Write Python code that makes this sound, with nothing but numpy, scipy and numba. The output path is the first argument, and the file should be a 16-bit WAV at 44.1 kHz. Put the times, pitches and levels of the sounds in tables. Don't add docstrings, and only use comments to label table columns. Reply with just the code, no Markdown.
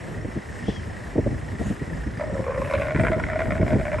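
import sys
import numpy as np
from scipy import signal
from scipy.io import wavfile
from scipy.ndimage import uniform_filter1d
from numba import njit

SR = 44100
rng = np.random.default_rng(int(sys.argv[2]) if len(sys.argv) > 2 else 0)


def output_pcm(signal):
    pcm = np.clip(np.atleast_2d(signal).T, -1, 1) * 32767
    wavfile.write(sys.argv[1], SR, np.round(pcm).astype(np.int16))


def level_to_linear(level):
    exponent = np.asarray(level, float) / 20
    return 10 ** exponent


N = 176400


@njit
def svf(x, hz, width):
    y, b, l = np.empty((2, len(x))), 0., 0.
    for i in range(len(x)):
        g, k = np.tan(np.pi * hz[i] / SR), width / hz[i]
        v = (b + g * (x[i] - l)) / (1 + g * (g + k))
        y[0, i], y[1, i] = k * v, l + g * v
        b, l = 2 * v - b, l + 2 * g * v
    return y


def band(x, hz, width):
    return svf(x + 1e-18, hz + np.zeros(len(x)), 1. * width)[0]


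def resonate(x, hz, width, skirt):
    return band(band(x, hz, width), hz, skirt * width)


def cut(x, hz, kind, order=8):
    return signal.sosfilt(signal.butter(order, hz, kind, fs=SR, output="sos"), x)


def unit(x):
    return x / np.sqrt(np.mean(x ** 2))


def curve(table, col=1):
    return np.interp(np.arange(N) / SR, np.array(table)[:, 0], np.array(table)[:, col])


def walk(rate):
    k = int(SR / rate)
    held = np.repeat(rng.standard_normal(N // k + 1), k)
    return 1.27 * uniform_filter1d(uniform_filter1d(held, k), k)[:N]


def air(table, flicker_db, rate, shared):
    f, db = np.array(table).T
    out = 0
    for hz in f[0] * 2 ** np.arange(0, np.log2(f[-1] / f[0]) + .1, .5):
        colour_db = np.interp(np.log(hz), np.log(f), db)
        gain = level_to_linear(colour_db + flicker_db * walk(rate) + shared)
        out = out + gain * resonate(rng.standard_normal(N), hz, hz / 2, 1)
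    return unit(out)


def wind():
    # [t/s, level/dB]
    gusts = [(0.0, -34.5), (0.6, -35.5), (0.75, -31), (1.01, -36.5), (1.21, -28), (1.36, -26), (1.51, -32),
             (1.68, -26.5), (1.8, -34), (2.02, -32), (2.7, -28.5), (3.12, -26), (3.39, -29), (3.69, -24),
             (4.0, -26.5)]
    # [f/Hz, level per Hz/dB]
    wind_colour = [(13, -53), (22, -18), (51, 4), (90, 6), (140, -1.5), (447, -14.5), (539, -13.5),
                   (900, -30), (1170, -78), (1980, -120)]
    side_db = -6.5
    shared = 2.8 * walk(20)
    mid = air(wind_colour, 1.96, 18, shared)
    side = cut(air(wind_colour, 2.7, 20, shared), 70, "high", order=1)
    return level_to_linear(curve(gusts) - 1) * np.array([mid, level_to_linear(side_db) * side])


def buffets():
    # [t/s, peak level/dB, flap level against thud/dB, length/s]
    swirls = [(0.079, -29.5, -14, 0.027), (0.249, -18, -7.5, 0.012), (0.285, -21, -21, 0.01),
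              (0.359, -17, -15.5, 0.018), (0.614, -23.5, -23, 0.028), (0.682, -11.5, -5.5, 0.014),
              (0.872, -25, -23, 0.012), (1.158, -21.5, 4.5, 0.011), (1.178, -12, 1.5, 0.017),
              (1.261, -11, -4.5, 0.015), (1.329, -25, -5, 0.0051), (1.527, -22, -20, 0.018),
              (1.599, -21, -19, 0.011), (1.613, -17, -4.5, 0.01), (1.661, -21, -23, 0.011),
              (1.694, -15, -9.5, 0.021), (1.815, -17, -15, 0.015), (2.062, -19.5, -24, 0.016),
              (2.174, -23.5, -18, 0.014), (2.326, -19.5, -7.5, 0.014), (2.391, -19, -13, 0.015),
              (2.594, -18, -30, 0.019), (2.951, -13, -6.5, 0.012), (2.985, -11.5, -26, 0.02),
              (3.027, -20, 3.5, 0.027), (3.093, -17, 0, 0.02), (3.164, -16.5, -4.5, 0.015),
              (3.518, -20, -21, 0.014), (3.598, -11.5, -4.5, 0.013), (3.635, -10, -12, 0.0052),
              (3.711, -9, -13, 0.026), (3.754, -14, -4, 0.016), (3.787, -21.5, 4.5, 0.015),
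              (3.83, -26.5, -11, 0.011)]
    thud_hz, flap_hz, side_db = 241, 520, -12
    out, t = np.zeros((2, N + SR)), np.arange(SR // 4) / SR
    for s, db, flap_db, length in swirls:
        shape = (t / length * np.exp(1 - t / length)) ** 3
        noise = rng.standard_normal((2, 2, len(t)))
        thud = cut(cut(noise[0], thud_hz, "low", order=3), 49.4, "high", order=2) * shape
        flap = cut(cut(noise[1], flap_hz, "low", order=5), thud_hz, "high", order=2) * shape ** 2
        thud = thud / np.abs(thud[0]).max()
        flap = flap / np.abs(flap[0]).max()
        at = int(max(s - .008, 0) * SR)
        out[:, at:at + len(t)] += level_to_linear(db) * (thud + level_to_linear(flap_db) * flap)
    return out[:, :N] * level_to_linear(np.array([[0], [side_db]]))


def bush():
    # [f/Hz, level per Hz/dB]
    hiss_colour = [(240, 2.5), (400, 0), (1260, -7.5), (1890, -9.5), (4170, -24), (8570, -20), (9710, -35),
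                   (10100, -72), (11000, -17), (14300, -58), (22000, -120)]
    level_db, side_db, wide_below_hz = -43, -2, 2300
    swell = 1.1 * walk(24)
    mid = level_to_linear(level_db) * air(hiss_colour, 1.0, 9.1, swell)
    side = cut(air(hiss_colour, 1.0, 12, swell), wide_below_hz, "low")
    return np.array([mid, level_to_linear(level_db + side_db) * side])


def cricket():
    # [f/Hz, width/Hz, level/dB]
    wings = [
        (1802, 250, -46.5),
        (1906, 40, -52.5),
        (5240, 160, -65),
    ]
    rate_hz, decay_cycles = 29, 0.48
    phase = np.cumsum(rate_hz * (1 + 0.018 * walk(2.7))) / SR % 1
    scrape = np.minimum(phase / .15, 1) * np.exp(-phase / decay_cycles) * level_to_linear(1.3 * walk(14))
    out = 0
    for f, width, db in wings:
        wavering = f * (1 + 0.033 * walk(15))
        out = out + level_to_linear(db) * unit(resonate(scrape * rng.standard_normal(N), wavering, width, 4))
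    return out


def rustles():
    # [centre t/s, half length/s, f/Hz, width/Hz, level/dB]
    grainy_swells = [(0.733, 0.091, 5100, 1800, -52.5), (0.697, 0.065, 3070, 600, -50),
                     (1.685, 0.073, 7700, 6400, -53), (1.69, 0.084, 2650, 970, -52.5),
                     (1.67, 0.04, 6800, 700, -55), (2.78, 0.11, 2850, 670, -52.5),
                     (2.705, 0.13, 9600, 4600, -57.5), (3.04, 0.067, 8440, 2000, -55)]
    t, out = np.arange(N) / SR, 0
    for s, half, hz, width, db in grainy_swells:
        swell = level_to_linear(db + 2 * walk(58.5)) * np.exp(-((t - s) / half) ** 2)
        out = out + swell * unit(resonate(rng.standard_normal(N), hz, width, 2))
    return out


def peep():
    # [t/s, f/Hz]
    glide = [
        (.645, 2980),
        (.7, 3480),
        (.76, 3300),
        (.825, 3020),
    ]
    tone_db, breath_db, blur_hz = -51.5, -56, 200
    t = np.arange(N) / SR
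    gate = np.clip(np.minimum(t - glide[0][0], glide[-1][0] - t) / .03, 0, 1)
    hz = uniform_filter1d(curve(glide), size=900) * (1 + .005 * walk(150))
    tone = np.sin(2 * np.pi * np.cumsum(hz) / SR)
    hoarse = unit(resonate(rng.standard_normal(N), curve(glide), blur_hz, 1))
    return gate * (level_to_linear(tone_db + 3 * walk(90)) * tone + level_to_linear(breath_db) * hoarse)


def growl():
    # [t/s, peak level/dB, length/s, first
    # resonance ring/dB]
    bursts = [(2.196, -17.5, 0.05, 1.5), (2.269, -24, 0.067, 3), (2.318, -26, 0.031, 1.5),
              (2.351, -19.5, 0.072, 1), (2.441, -11, .01, -12), (2.465, -13.5, 0.047, -0.5),
              (2.519, -13.5, 0.018, -0.5), (2.545, -13.5, .02, -3.5), (2.576, -16.5, 0.051, -2),
              (2.617, -14.5, 0.012, -6), (2.647, -16, 0.043, -4.5), (2.698, -9.5, 0.028, -4.5),
              (2.736, -11.5, 0.031, 0), (2.783, -16.5, 0.037, 0.5), (2.818, -14, 0.027, -1),
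              (2.853, -17, 0.011, 2), (2.869, -18, 0.027, 0.5),
              (2.907, -15, 0.019, 4), (2.947, -16.5, .034, -13), (2.996, -11.5, 0.014, 0),
               (3.035, -15, 0.027, -0.5), (3.068, -13.5, 0.024, -6.5), (3.117, -16, 0.028, 1),
               (3.167, -26.5, 0.031, 4), (3.198, -11.5, 0.0029, -3.5), (3.237, -15, 0.0086, -7),
               (3.266, -22, 0.016, -3.5), (3.286, -18, 0.024, 0), (3.318, -23, .006, 0),
               (3.331, -16.5, .008, 2), (3.357, -16.5, 0.0096, 6), (3.391, -17, .034, 2.5),
               (3.456, -20.5, 0.02, 4), (3.506, -13.5, 0.017, 1.5), (3.553, -21.5, .034, 2),
               (3.613, -20.5, 0.02, 7), (3.664, -20, .006, 2), (3.679, -14.5, 0.0058, 3),
               (3.705, -21, 0.053, 3.5), (3.784, -21, .006, -4), (3.797, -19, 0.02, 1.5),
               (3.853, -16.5, 0.032, 2.5), (3.917, -14.5, 0.037, -1), (3.984, -16.5, .03, -6)]
    # [t/s, first resonance f/Hz, brightness/dB, lift of upper resonances (ratio), breath/dB]
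    mouth = [(2.19, 605, -4, 0.93, -5), (2.32, 545, -15.5, 0.93, -9), (2.52, 520, -17.5, 1.04, 3),
             (2.66, 541, -15, 1.074, -9), (2.74, 574, -8, 1.074, 2), (2.93, 610, -1, 0.973, -5),
             (3.4, 631.5, 1.5, 0.968, 3), (3.7, 629, 1, .98, -3.5), (4.0, 609, -3.5, 0.97, 1)]
    # [f/Hz, width/Hz, level/dB]
    tract = [(1002, 153, -10), (1476, 193, -6), (1968, 293, -4.5), (2290, 376, -5.5), (3480, 720, -20),
             (5500, 5000, -16)]
    pulse_s, gate_s, puff_s, breath_s = .0135, 0.0059, .002, .03
    jitter, scatter_db, waver, patchy_db = .055, 1.8, .02, 2.2
    rough, breath = .9, .07
    first_width_hz, open_db, level_db = 50, 60, -1

    pulses = np.zeros((2, N + SR))
    for s, db, length, ring_db in bursts:
        chance = np.clip(rng.standard_normal((12, 2)), -1.5, 1.5)
        gaps = pulse_s * (1 + jitter * chance[:, 0])
        late = np.cumsum(gaps) - gaps[0]
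        size = level_to_linear(db + scatter_db * chance[:, 1]) / (1 + np.exp((late - length) / gate_s))
        pulses[:, ((s + late) * SR).astype(int)] += size * level_to_linear(np.array([[ring_db], [0]]))
    pulses, t = pulses[:, :N], np.arange(800) / SR

    puff_shape = t / puff_s * np.exp(-t / puff_s)
    puffs = signal.fftconvolve(pulses, puff_shape[None], axes=1)[:, :N]
    steady = uniform_filter1d(pulses, int(breath_s * SR)) * pulse_s * SR
    flow = rough * puffs + breath * level_to_linear(curve(mouth, col=4)) * steady
    hiss = flow * .2 * rng.standard_normal(N)

    hz = curve(mouth) * (1 + waver * walk(25))
    bright_db, lift = curve(mouth, col=2), curve(mouth, col=3)
    first = resonate(pulses[0] + hiss[0] / 2, hz, first_width_hz, 2.5)
    first = first * SR / first_width_hz / 2 / np.pi
    upper = 0
    for k, (f, width, db) in enumerate(tract):
        gain_db = db + bright_db * min(k, 1) + patchy_db * walk(70)
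        if k > 2:
            gain_db = gain_db + open_db * np.maximum(lift - 1, 0)
        drive = (pulses[1] + hiss[1]) * level_to_linear(gain_db)
        f = f * lift * (1 + 1.47 * waver * walk(30.04))
        upper = upper + (-1) ** k * resonate(drive, f, width, 2) * SR / width / 2 / np.pi
    return level_to_linear(level_db) * (first + upper)


def rocks(x):
    t60_s, level_db, dull_hz = 0.83, -22.5, 2420
    t = np.arange(SR // 2) / SR
    tail = cut(rng.standard_normal((2, len(t))), dull_hz, "low", order=2)
    tail = tail * level_to_linear(-60 * t / t60_s) * (t > .004)
    tail = tail / np.sqrt(np.sum(tail ** 2, axis=1, keepdims=True))
    return level_to_linear(level_db) * signal.fftconvolve(x[None], tail, axes=1)[:, :N]


def starve(x, lo_hz, hi_hz, db, size):
    f, _, z = signal.stft(x, SR, nperseg=2048, noverlap=1024)
    rows = len(f) // size * size
    power = (np.abs(z[:rows]) ** 2).reshape(-1, size, z.shape[1]).mean(axis=1) + 1e-20
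    usual = np.median(power, axis=1, keepdims=True)
    keep = np.repeat(power > usual * level_to_linear(2 * db), size, axis=0)
    outside = (f[:rows] < lo_hz) | (f[:rows] > hi_hz)
    z[:rows] *= keep | outside[:, None]
    return signal.istft(z, SR, nperseg=2048, noverlap=1024)[1][:N]


def scene():
    chirr, bird, cat = cricket(), peep(), growl()
    centre = cat + rustles() + bird + chirr
    mid, side = wind() + buffets() + bush() + np.array([centre, .5 * bird])
    return np.array([mid + side, mid - side]) + rocks(cat + chirr)


def steep(x, hz, kind):
    return signal.sosfiltfilt(signal.ellip(8, .2, 60, hz, kind, fs=SR, output="sos"), x)


def low_pass(x):
    return signal.sosfilt(signal.butter(12, 11870, fs=SR, output="sos"), x)


def record(dry):
    turn_lo_hz, turn_hi_hz, back_hz, top_hz = 9550, 10900, 10800, 11550
    opposed_db = 4.5
    dry = cut(dry, 46, "high", order=3)
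    mid, side = (dry[0] + dry[1]) / 2, (dry[0] - dry[1]) / 2
    opposed = np.roll(steep(steep(mid, turn_lo_hz - 300, "high"), back_hz, "low"), 2000)
    side = starve(steep(side, 3800, "low"), 2050, 4000, 7, size=12) + level_to_linear(opposed_db) * opposed
    top = steep(steep(mid, turn_hi_hz, "high"), top_hz, "low")
    mid = steep(mid, turn_lo_hz, "low") + level_to_linear(-1.0) * top
    mid = starve(mid, 3500, 9800, -5, size=4)
    mid = starve(mid, 10000, 12000, .3, size=12)
    return low_pass(np.array([mid + side, mid - side]))


dry = scene()
out = record(dry)
output_pcm(out)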